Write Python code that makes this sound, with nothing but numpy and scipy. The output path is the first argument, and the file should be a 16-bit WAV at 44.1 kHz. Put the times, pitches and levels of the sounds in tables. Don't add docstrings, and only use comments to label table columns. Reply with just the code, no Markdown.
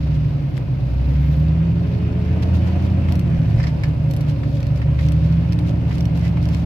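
import sys
import numpy as np
from scipy import signal
from scipy.fft import rfft, irfft
from scipy.io import wavfile

SR = 44100
rng = np.random.default_rng(int(sys.argv[2]) if len(sys.argv) > 2 else 0)


def unload_audio(sound):
    columns = np.transpose(np.atleast_2d(sound))
    steps = np.round(np.clip(columns, -1, 1) * 32767)
    wavfile.write(sys.argv[1], SR, steps.astype(np.int16))


N = 293265
TIME = np.arange(N) / SR
FREQ = np.fft.rfftfreq(N, 1 / SR)
# frequency in Hz, likeness (1 the same, 0 unrelated, -1 opposite).
SIDE_LIKENESS = [(60, 1), (150, 0.96), (220, 0.84), (290, 0.6), (400, -0.27), (600, 1), (900, 0.16),
                 (1400, -0.19), (2400, 0.34), (4000, 0.066), (13000, -0.088)]


def amp(db):
    return 10 ** (np.asarray(db) / 20)


def unit(x):
    return x / np.sqrt(np.mean(x ** 2) + 1e-20)


def read(points, hz):
    f, value = np.transpose(points)
    return np.interp(np.log(hz + 1), np.log(f), value)


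def curves(rows):
    s, *columns = np.transpose(rows)
    return [np.interp(TIME, s, c) for c in columns]


def add(mix, s, sound):
    part = mix[:, max(round(s * SR), 0):][:, :sound.shape[1]]
    part += sound[:, :part.shape[1]]


def drift(rate_hz):
    t = np.linspace(0, N / SR, 4096)
    f = np.fft.rfftfreq(len(t), t[1])
    spectrum = rfft(rng.standard_normal(len(t))) * np.exp(-(f / rate_hz) ** 2)
    return np.interp(TIME, t, unit(irfft(spectrum)))


def colour(x, spectrum):
    size = x.shape[-1]
    gain = amp(read(spectrum, np.fft.rfftfreq(size, 1 / SR)))
    return unit(irfft(rfft(x) * gain, size))


def noise(spectrum):
    mid, side = rfft(rng.standard_normal((2, N)))
    same = np.clip(read(SIDE_LIKENESS, FREQ), -1, 1)
    mid = mid * np.sqrt(1 + same)
    side = side * np.sqrt(1 - same)
    return colour(irfft(np.array([mid + side, mid - side]), N), spectrum)


def angle(hz):
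    return 2 * np.pi * (np.cumsum(hz) / SR + rng.random())


def swells(rows):
    return sum(amp(db) * np.exp(-((TIME - s) / spread) ** 2 / 2) for s, db, spread in rows)


def peaks(hz, modes):
    return sum(db / (1 + (2 * (hz - f) / width) ** 2) for f, width, db in modes)


def level_db(law, octaves, load_db):
    cruise_db, per_octave, per_load = law
    return cruise_db + per_octave * octaves + per_load * load_db


def cracks(per_s, spread_db):
    extra_db = spread_db * np.minimum(rng.exponential(1, (2, N)), 4)
    size = amp(extra_db) * rng.choice([-1, 1], (2, N))
    return size * (rng.random((2, N)) < per_s / SR)


def short_echoes(x, share=0.33, spread=.02, count=12):
    taps = np.zeros((2, int(spread * SR) + 2))
    for side in taps:
        delays = rng.integers(1, len(side), count)
        side[delays] = share * rng.choice([-1, 1], count) / np.sqrt(count)
    taps[:, 0] = 1
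    return unit(signal.oaconvolve(x, taps, axes=1)[:, :N])


def ring(modes, t, detune):
    out = 0
    for hz, db, t60 in modes:
        tuned_hz = hz * (1 + detune * rng.standard_normal())
        turns = tuned_hz * t + rng.random((2, 1)) / 2
        out = out + amp(db - 60 * t / t60) * np.sin(2 * np.pi * turns)
    return out


def engine(firing_hz, load_db, firing_db=-20, uneven=0.11, uneven_hz=4, flutter=0.05, effort=1.0):
    # multiple of the four-stroke cycle, dB over the weak ones.
    strong_orders = [(4, 3), (9, 3.5), (12, 6), (13, 2.5), (15, 5.5), (18, 7.5), (21, 5.5), (27, 7),
                     (32, 5), (40, 6), (45, 8), (48, 9), (49, 4)]
    # frequency in Hz, level in dB.
    weak_level = [(20, -76.5), (50, -38), (85, -37), (150, -32.5), (200, -47.5), (260, -48.5), (318, -61),
                  (350, -52), (390, -63.5), (560, -66.5), (800, -57)]
    # frequency in Hz, width in Hz, boost in dB.
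    cab_modes = [(114.8, 20, 9), (293.3, 28, 14), (337.8, 12, 7.5), (354, 2.7, 2.5), (529.7, 13, 11),
                 (552, 9.4, 11.5)]
    # time in seconds, level in dB.
    boom_level = [(0, -34), (.25, -15.5), (.5, -41.5), (1, -31), (1.35, -27), (1.7, -29), (2.3, -27),
                  (2.6, -49), (3, -31), (3.3, -16.5), (3.6, -27), (4, -20.5), (4.35, -22.5), (4.75, -18),
                  (5.15, -20), (5.5, -23), (6.1, -21), (6.65, -23)]
    # time in seconds, level in dB.
    hum_level = [(0, -35.5), (.8, -49), (1.1, -34.5), (1.5, -34.5), (1.8, -47), (2.3, -40.5), (2.6, -34),
                 (3.05, -38), (3.25, -53.5), (3.75, -48.5), (3.9, -37), (4.5, -29.5), (4.9, -47),
                 (5.1, -27.5), (5.35, -45), (5.62, -27), (5.85, -38), (6.05, -31.5), (6.27, -39.5),
                 (6.45, -31), (6.65, -41)]
    cycle = angle(firing_hz / 6)
    out = np.zeros((2, N))
    leading = {6: firing_db + load_db, 10: curves(boom_level)[0], 24: curves(hum_level)[0]}
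    strong = {round(k): db for k, db in strong_orders}
    for order in range(2, 54):
        hz = firing_hz[::64] * order / 6
        phase = order * cycle + rng.uniform(0, 2 * np.pi)
        if order in leading:
            level = amp(leading[order]) * (1 + flutter * drift(10))
        else:
            order_db = read(weak_level, hz) + peaks(hz, cab_modes) + strong.get(order, 0)
            level = np.interp(TIME, TIME[::64], amp(order_db))
            level *= (firing_hz / firing_hz.mean()) ** effort
            level *= 1 + uneven * drift(uneven_hz)
            phase += uneven * drift(uneven_hz)
        apart = np.arccos(np.clip(read(SIDE_LIKENESS, hz.mean()), -1, 1)) / 2
        out += level * np.cos([phase + apart, phase - apart])
    return out


def running_gear(drone_hz, flutter=0.04):
    # time in seconds, drone level in dB.
    drone_level = [(0, -16.5), (.15, -17), (.35, -21), (.8, -23), (1.1, -21), (1.45, -14), (1.65, -16),
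                   (1.9, -24.5), (3.2, -23.5), (3.35, -18.5), (3.8, -21), (4.25, -19), (4.45, -22),
                   (4.9, -21), (5.3, -13.7), (5.55, -19.5), (5.85, -23.5), (6.1, -19), (6.65, -20.5)]
    # time in seconds, whine pitch in Hz, whine level in dB.
    whine_path = [(1.2, 380, -75), (1.63, 410, -46), (1.95, 425, -37.5), (2.22, 426, -36),
                  (2.35, 438, -39.5), (2.48, 450, -36.5), (2.62, 452, -78)]
    drone_gain = amp(curves(drone_level)[0]) * (1 + flutter * drift(6))
    whine_hz, whine_db = curves(whine_path)
    whine_gain = amp(whine_db) * (1 + flutter * drift(10))
    return drone_gain * np.cos(angle(drone_hz)) + whine_gain * np.cos(angle(whine_hz))


def rolling(rumble_db):
    # frequency in Hz, relative level in dB per Hz.
    rumble_colour = [(15, -34), (30, -28), (52, -16), (80, -4), (114, 0), (135, -7), (165, -6), (205, -12),
                     (280, -12.5), (320, -20), (355, -20.5), (480, -48.5), (900, -85)]
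    roar_colour = [(150, -23), (300, -5), (400, -1), (480, -4.5), (555, -2), (630, -6), (710, -5.5),
                   (800, -10.5), (950, -10.5), (1300, -22.5), (2500, -47)]
    moan_colour = [(440, -39.5), (530, 11.5), (560, 13.5), (600, 2), (700, -37.5)]
    thump_colour = [(15, -20), (30, -6), (48, 15), (70, -5.5), (115, 18), (160, -0.5), (220, -30),
                    (500, -58)]
    # time in seconds, level in dB.
    roar_level = [(0, -42.5), (1.35, -40.5), (2.1, -40), (2.5, -36.5), (5.05, -41), (5.6, -39),
                  (6.65, -37.5)]
    moan_level = [(0, -58), (.7, -54.5), (1.4, -45), (2, -50), (3.3, -45.5), (3.8, -45.5), (4.4, -44.5),
                  (5.1, -42.5), (5.5, -47.5), (6.65, -62)]
    # middle in seconds, level in dB, spread in seconds.
    rough_patch = [(3.52, -34, 0.34)]
    bump_thumps = [(3.39, -17, 0.014), (3.568, -14, 0.029), (3.636, -18.5, 0.012)]
    rumble = (amp(rumble_db) + swells(rough_patch)) * noise(rumble_colour)
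    roar = amp(curves(roar_level)[0] + 1.6 * drift(40)) * noise(roar_colour)
    moan = amp(curves(moan_level)[0]) * noise(moan_colour)
    thumps = swells(bump_thumps) * noise(thump_colour)
    return rumble + roar + moan + thumps


def clatter(firing_hz, clatter_db, depth=0.12, crank_depth=0.06, grain_db=1.4):
    # frequency in Hz, relative level in dB per Hz.
    knock_colour = [(500, -26), (950, 4.5), (1400, 2.5), (1720, 0.5), (2100, -0.5), (2550, 2), (3100, -3.5),
                    (3800, -15.5), (5000, -24.5), (8000, -44)]
    hiss_colour = [(2000, -24.5), (3500, 6.5), (4700, 5), (5600, -1.5), (6700, -9), (7700, -21.5),
                   (8600, -23.5), (10500, -18.5), (13000, -9.5)]
    # time in seconds, level in dB.
    hiss_level = [(0, -52.5), (.4, -56), (.7, -57.5), (1.05, -54), (1.4, -54), (1.6, -57), (1.93, -53.5),
                  (2.15, -56.5), (2.7, -52.5), (3.25, -57.5), (3.52, -54.5), (3.78, -54), (3.97, -56.5),
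                  (4.5, -54), (4.9, -56.5), (5.2, -52.5), (5.82, -57.5), (6.65, -54)]
    crank = angle(firing_hz / 3)
    pulse = 1 + depth * np.cos(3 * crank) + crank_depth * np.cos(crank)
    knock = amp(clatter_db + 1.0 * drift(23)) * short_echoes(noise(knock_colour))
    hiss_db = curves(hiss_level)[0] + grain_db * drift(84)
    hiss = amp(hiss_db) * short_echoes(noise(hiss_colour))
    return pulse * (knock + hiss)


def soil(soil_db, per_s=550, spread_db=3):
    # frequency in Hz, relative level in dB per Hz.
    crumb_colour = [(600, -28), (1500, 6), (2500, 5), (3300, -3), (4600, -11), (6000, -10.5), (9000, -40)]
    # middle in seconds, level in dB, spread in seconds.
    hard_clods = [(1.2, -53, 0.076), (1.48, -61.5, 0.031), (2.3, -62, 0.048), (2.72, -53.5, 0.036),
                  (3.44, -51.5, 0.14)]
    crumbs = short_echoes(colour(cracks(per_s, spread_db), crumb_colour))
    return (amp(soil_db) + swells(hard_clods)) * crumbs


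def turbo(width_hz=350):
    # time in seconds, pitch in Hz, level in dB before the left-right balance.
    whistle_path = [(0, 12760, -74), (.3, 13000, -75), (.52, 12500, -68), (.8, 11800, -73),
                    (1.05, 12150, -67), (1.35, 12950, -58), (1.8, 13900, -86)]
    hz, whistle_db = curves(whistle_path)
    band = np.exp(-(FREQ / width_hz) ** 2)
    air = unit(irfft(rfft(rng.standard_normal((2, N))) * band, N))
    balance = amp([[-4], [3]])
    return amp(whistle_db) * air * np.cos(angle(hz)) * balance


def panel(grain_db=3, per_s=2500, spread_db=2):
    # middle in seconds, level in dB, spread in seconds.
    chatter_swells = [(.155, -50.5, 0.014), (.573, -45.5, 0.011), (1.11, -57, .012), (1.33, -54, 0.018),
                      (2.28, -61, .012), (2.43, -43, 0.0072), (2.555, -45, 0.013), (2.675, -50, .016),
                      (2.84, -51, 0.028), (3.12, -49.5, 0.027), (4.297, -44, 0.012), (4.56, -50, .025),
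                      (4.772, -47, 0.01), (5.04, -47, 0.035), (5.26, -50, 0.023), (5.685, -46, 0.021),
                      (5.95, -48.5, 0.052), (6.17, -47.5, .015), (6.25, -45, 0.03), (6.44, -48, .013),
                      (6.56, -47, 0.043)]
    # frequency in Hz, relative level in dB.
    chatter_colour = [(900, -9.5), (2400, 7.5), (3500, 8), (5000, 4.5), (6500, -2), (7800, -10.5),
                      (9000, -17), (11000, -7.5), (13000, -12.5)]
    taps = colour(cracks(per_s, spread_db), chatter_colour)
    return swells(chatter_swells) * amp(grain_db * drift(140)) * taps


def grit(ring_hz=2000, decay=0.00063, right_db=-20):
    # start in seconds, left level in dB.
    grit_snaps = [(0.5783, -19)]
    out = np.zeros((2, N))
    t = np.arange(256) / SR
    snap = np.exp(-t / decay) * np.cos(2 * np.pi * ring_hz * t - np.pi / 4)
    for s, db in grit_snaps:
        add(out, s, amp([[db], [db + right_db]]) * snap)
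    return out


def singing(waver=.006):
    # middle in seconds, pitch in Hz, level in dB, spread in seconds.
    panel_notes = [(2.1, 346, -38, 0.09), (2.45, 667, -45, 0.091), (2.46, 920, -47.5, 0.062),
                   (2.76, 709, -38.5, 0.029), (3.246, 339.7, -34.5, 0.15), (3.733, 895, -45, 0.027)]
    out = 0
    for s, hz, db, spread in panel_notes:
        wavering_hz = hz * (1 + waver * drift(23))
        out = out + swells([(s, db, spread)]) * np.cos(angle(wavering_hz))
    return out


def harrow(per_s=80, spread_db=2, detune=.07, rise=.0002, count=7):
    # middle in seconds, level in dB, spread in seconds.
    rattle_swells = [(2.43, -42.5, .011), (3.625, -41.5, .05), (4.832, -46.5, .01), (5.003, -45, .012),
                     (5.92, -44.5, .018), (6.255, -42.5, .028)]
    # frequency in Hz, level in dB, time to fall 60 dB in seconds.
    link_modes = [(1150, -6, .015), (1750, -1, .025), (2150, 0, .02), (2650, -3, .015), (3800, -10, .012),
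                  (4900, -9, .015), (6000, -14, .012)]
    t = np.arange(1024) / SR
    links = 0
    for _ in range(count):
        strikes = cracks(per_s, spread_db)
        link = (1 - np.exp(-t / rise)) * ring(link_modes, t, detune)
        links = links + signal.oaconvolve(strikes, link, axes=1)[:, :N]
    return swells(rattle_swells) * unit(links)


def tick(db, top_db, t60=0.025, rise=0.00015, snap_db=4, snap_t60=0.0089,
         cab_db=-22, cab_t60=0.18, ring_db=1, detune=.02):
    # frequency in Hz, relative level in dB.
    tick_colour = [(800, -14), (2200, 10), (3200, 7), (4400, 3.5), (5700, 4), (6800, -5.5), (7700, -9.5),
                   (9000, -7), (10500, -5.5), (12600, -2), (14000, 1.5)]
    # frequency in Hz, level in dB, time to fall 60 dB in seconds.
    fitting_modes = [(4360, -11.5, 0.071), (5770, -13, 0.026), (7860, -20.5, 0.032), (10320, -20, 0.053),
                     (11800, -19, 0.055)]
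    t = np.arange(4096) / SR
    snap = amp(snap_db - 60 * t / snap_t60)
    echo = amp(cab_db - 60 * t / cab_t60)
    decay = snap + amp(-60 * t / t60) + echo
    tone = [(hz, level + top_db * np.clip((hz - 6000) / 4000, 0, 1)) for hz, level in tick_colour]
    burst = decay * colour(rng.standard_normal((2, len(t))), tone)
    thin_ring = amp(ring_db) * ring(fitting_modes, t, detune)
    return amp(db) * (1 - np.exp(-t / rise)) * (burst + thin_ring)


def fittings():
    # start in seconds, level in dB, extra top treble in dB.
    tick_times = [(2.824, -49, -5), (3.1222, -35.5, -1), (3.1546, -37, 3), (3.194, -35.5, 3),
                  (3.8379, -40, -2), (3.885, -48.5, 1), (4.11, -37.5, 5), (4.1135, -42, 0),
                  (4.1364, -39, 1), (4.1649, -39, 4), (4.171, -43, -1), (4.2083, -42, 0), (4.213, -44, -4),
                  (4.2851, -49, -3), (4.604, -43, -8), (4.629, -40.5, -13), (4.6678, -42.5, -7),
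                  (4.759, -45, -11), (5.063, -44, -9), (5.0862, -38.5, -8), (5.1203, -38, -0.5),
                  (5.3242, -43.5, -19), (5.5232, -38, -6), (5.5307, -39.5, -9), (5.589, -39, -7),
                  (5.955, -45, -4), (5.9818, -41, -8), (6.0077, -38.5, -6), (6.0545, -38.5, -4),
                  (6.1742, -44, 2), (6.1948, -47, -1), (6.4276, -46, -4), (6.455, -40, -10),
                  (6.4878, -39, -11), (6.5465, -37.5, -11)]
    out = np.zeros((2, N))
    for s, db, top_db in tick_times:
        add(out, s, tick(db, top_db))
    return out


def hitch(t60=0.05, jangle_t60=.09, detune=0.015):
    # start in seconds, crack level in dB, ring against crack in dB, jangle level in dB,
    # rise time in seconds.
    clank_times = [(3.0845, -28.5, -15, -52, .0015), (3.586, -37, -16, -46, .0015),
                   (3.5988, -27.5, -6, -43, .0017), (3.6295, -36, -14, -39, .0008),
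                   (3.6375, -27, -7, -46, .0017), (3.6685, -26.5, -14, -37, .0017),
                   (3.835, -25.5, -9, -41.5, .0004), (3.853, -42, 4, -62, .001),
                   (4.432, -32, -16, -52, .0015), (4.8156, -28.5, -18, -54, .001),
                   (4.9877, -28, -16, -48, .0016), (5.908, -29.5, -14, -54, .002),
                   (6.3705, -31.5, -14, -60, .001)]
    # frequency in Hz, relative level in dB per Hz.
    crack_colour = [(400, -17), (900, 9.5), (1350, 4.5), (1750, 7), (2150, 9), (2600, 1.5), (3100, -1),
                    (4800, -10), (7500, -27), (13000, -26)]
    jangle_colour = [(900, -10), (2400, 0), (3500, 4), (5100, 12), (6500, -2), (7800, -8), (8700, -20),
                     (11000, -19), (13000, -25)]
    # frequency in Hz, level in dB, time to fall 60 dB in seconds.
    hitch_modes = [(900, -12, .06), (1660, -7, .045), (1765, 0, .095), (1860, -5, .06), (2120, -1, .035),
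                   (2600, -9, .04), (4930, -12, .04), (7550, -24, .04)]
    out = np.zeros((2, N))
    t = np.arange(8192) / SR
    for s, db, ring_db, jangle_db, rise in clank_times:
        crack = colour(rng.standard_normal((2, len(t))), crack_colour) * amp(db - 60 * t / t60)
        jangle = colour(rng.standard_normal((2, len(t))), jangle_colour)
        jangle *= amp(jangle_db - 60 * t / jangle_t60)
        steel = amp(db + ring_db) * ring(hitch_modes, t, detune)
        add(out, s, (1 - np.exp(-t / rise)) * (crack + jangle + steel))
    return out


def scene():
    # time in seconds, firing rate in Hz, pitch of the running gear's drone in Hz.
    speed_path = [(0, 68.6, 154.5), (.36, 68, 146), (.68, 61.7, 130), (.88, 60.9, 130), (1.3, 69.7, 149),
                  (1.66, 77.1, 164.8), (1.97, 78.7, 177), (2.18, 79.7, 178), (2.5, 83.2, 186.5),
                  (3.07, 85.1, 188), (3.33, 76.4, 164), (3.68, 72.5, 153.5), (4.15, 73.4, 151),
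                  (4.68, 69.3, 143.3), (5, 72, 150.5), (5.52, 74.9, 169.5), (5.82, 74.3, 171.5),
                  (6.1, 73.8, 165.5), (6.3, 73.8, 169), (6.65, 74.1, 167.5)]
    # time in seconds, load in dB.
    load_path = [(0, 1.5), (.15, 1.5), (.3, -5), (.55, -11), (.8, -4), (1, 5), (1.45, 4.5), (1.72, -2.5),
                 (2.15, -1), (2.35, 3), (2.7, 5), (3.13, 4), (3.42, -5), (3.8, -1), (4.1, -4), (4.55, -5.5),
                 (5.02, 4), (5.25, 3.5), (5.55, -1.3), (6.65, 1)]
    # dB when cruising, dB per octave of speed, dB per dB of load.
    rumble_law = (-28.2, 16, 0)
    clatter_law = (-46.5, 10, 0.13)
    soil_law = (-53.5, 4.9, .2)
    cruise_firing_hz, cruise_drone_hz = 73, 157
    firing_hz, drone_hz = curves(speed_path)
    load_db, = curves(load_path)
    revs = np.log2(firing_hz / cruise_firing_hz)
    pace = np.log2(drone_hz / cruise_drone_hz)
    machine = engine(firing_hz, load_db) + running_gear(drone_hz)
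    ground = rolling(level_db(rumble_law, pace, load_db))
    knock = clatter(firing_hz, level_db(clatter_law, revs, load_db))
    crumbling = soil(level_db(soil_law, pace, load_db))
    rattles = panel() + grit() + singing() + harrow() + fittings() + hitch()
    return machine + ground + knock + crumbling + turbo() + rattles


def record(dry):
    # frequency in Hz, left minus right in dB.
    side_balance = [(30, 1), (200, -1.5), (700, 0), (1150, -2.5), (1600, 0), (3000, 0), (4300, -2.5),
                    (5800, -5), (6500, -4), (7400, 16.5), (8600, 7), (12500, 9)]
    edge_hz = 13150
    lean_db = read(side_balance, FREQ) / 2
    faded = dry * signal.windows.tukey(N, .002)
    heard = irfft(rfft(faded) * amp([lean_db, -lean_db]), N)
    low_pass = signal.firwin(401, edge_hz, window=("kaiser", 9), fs=SR)
    return signal.oaconvolve(heard, low_pass[None], "same", axes=1)


dry = scene()
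out = record(dry)
unload_audio(out)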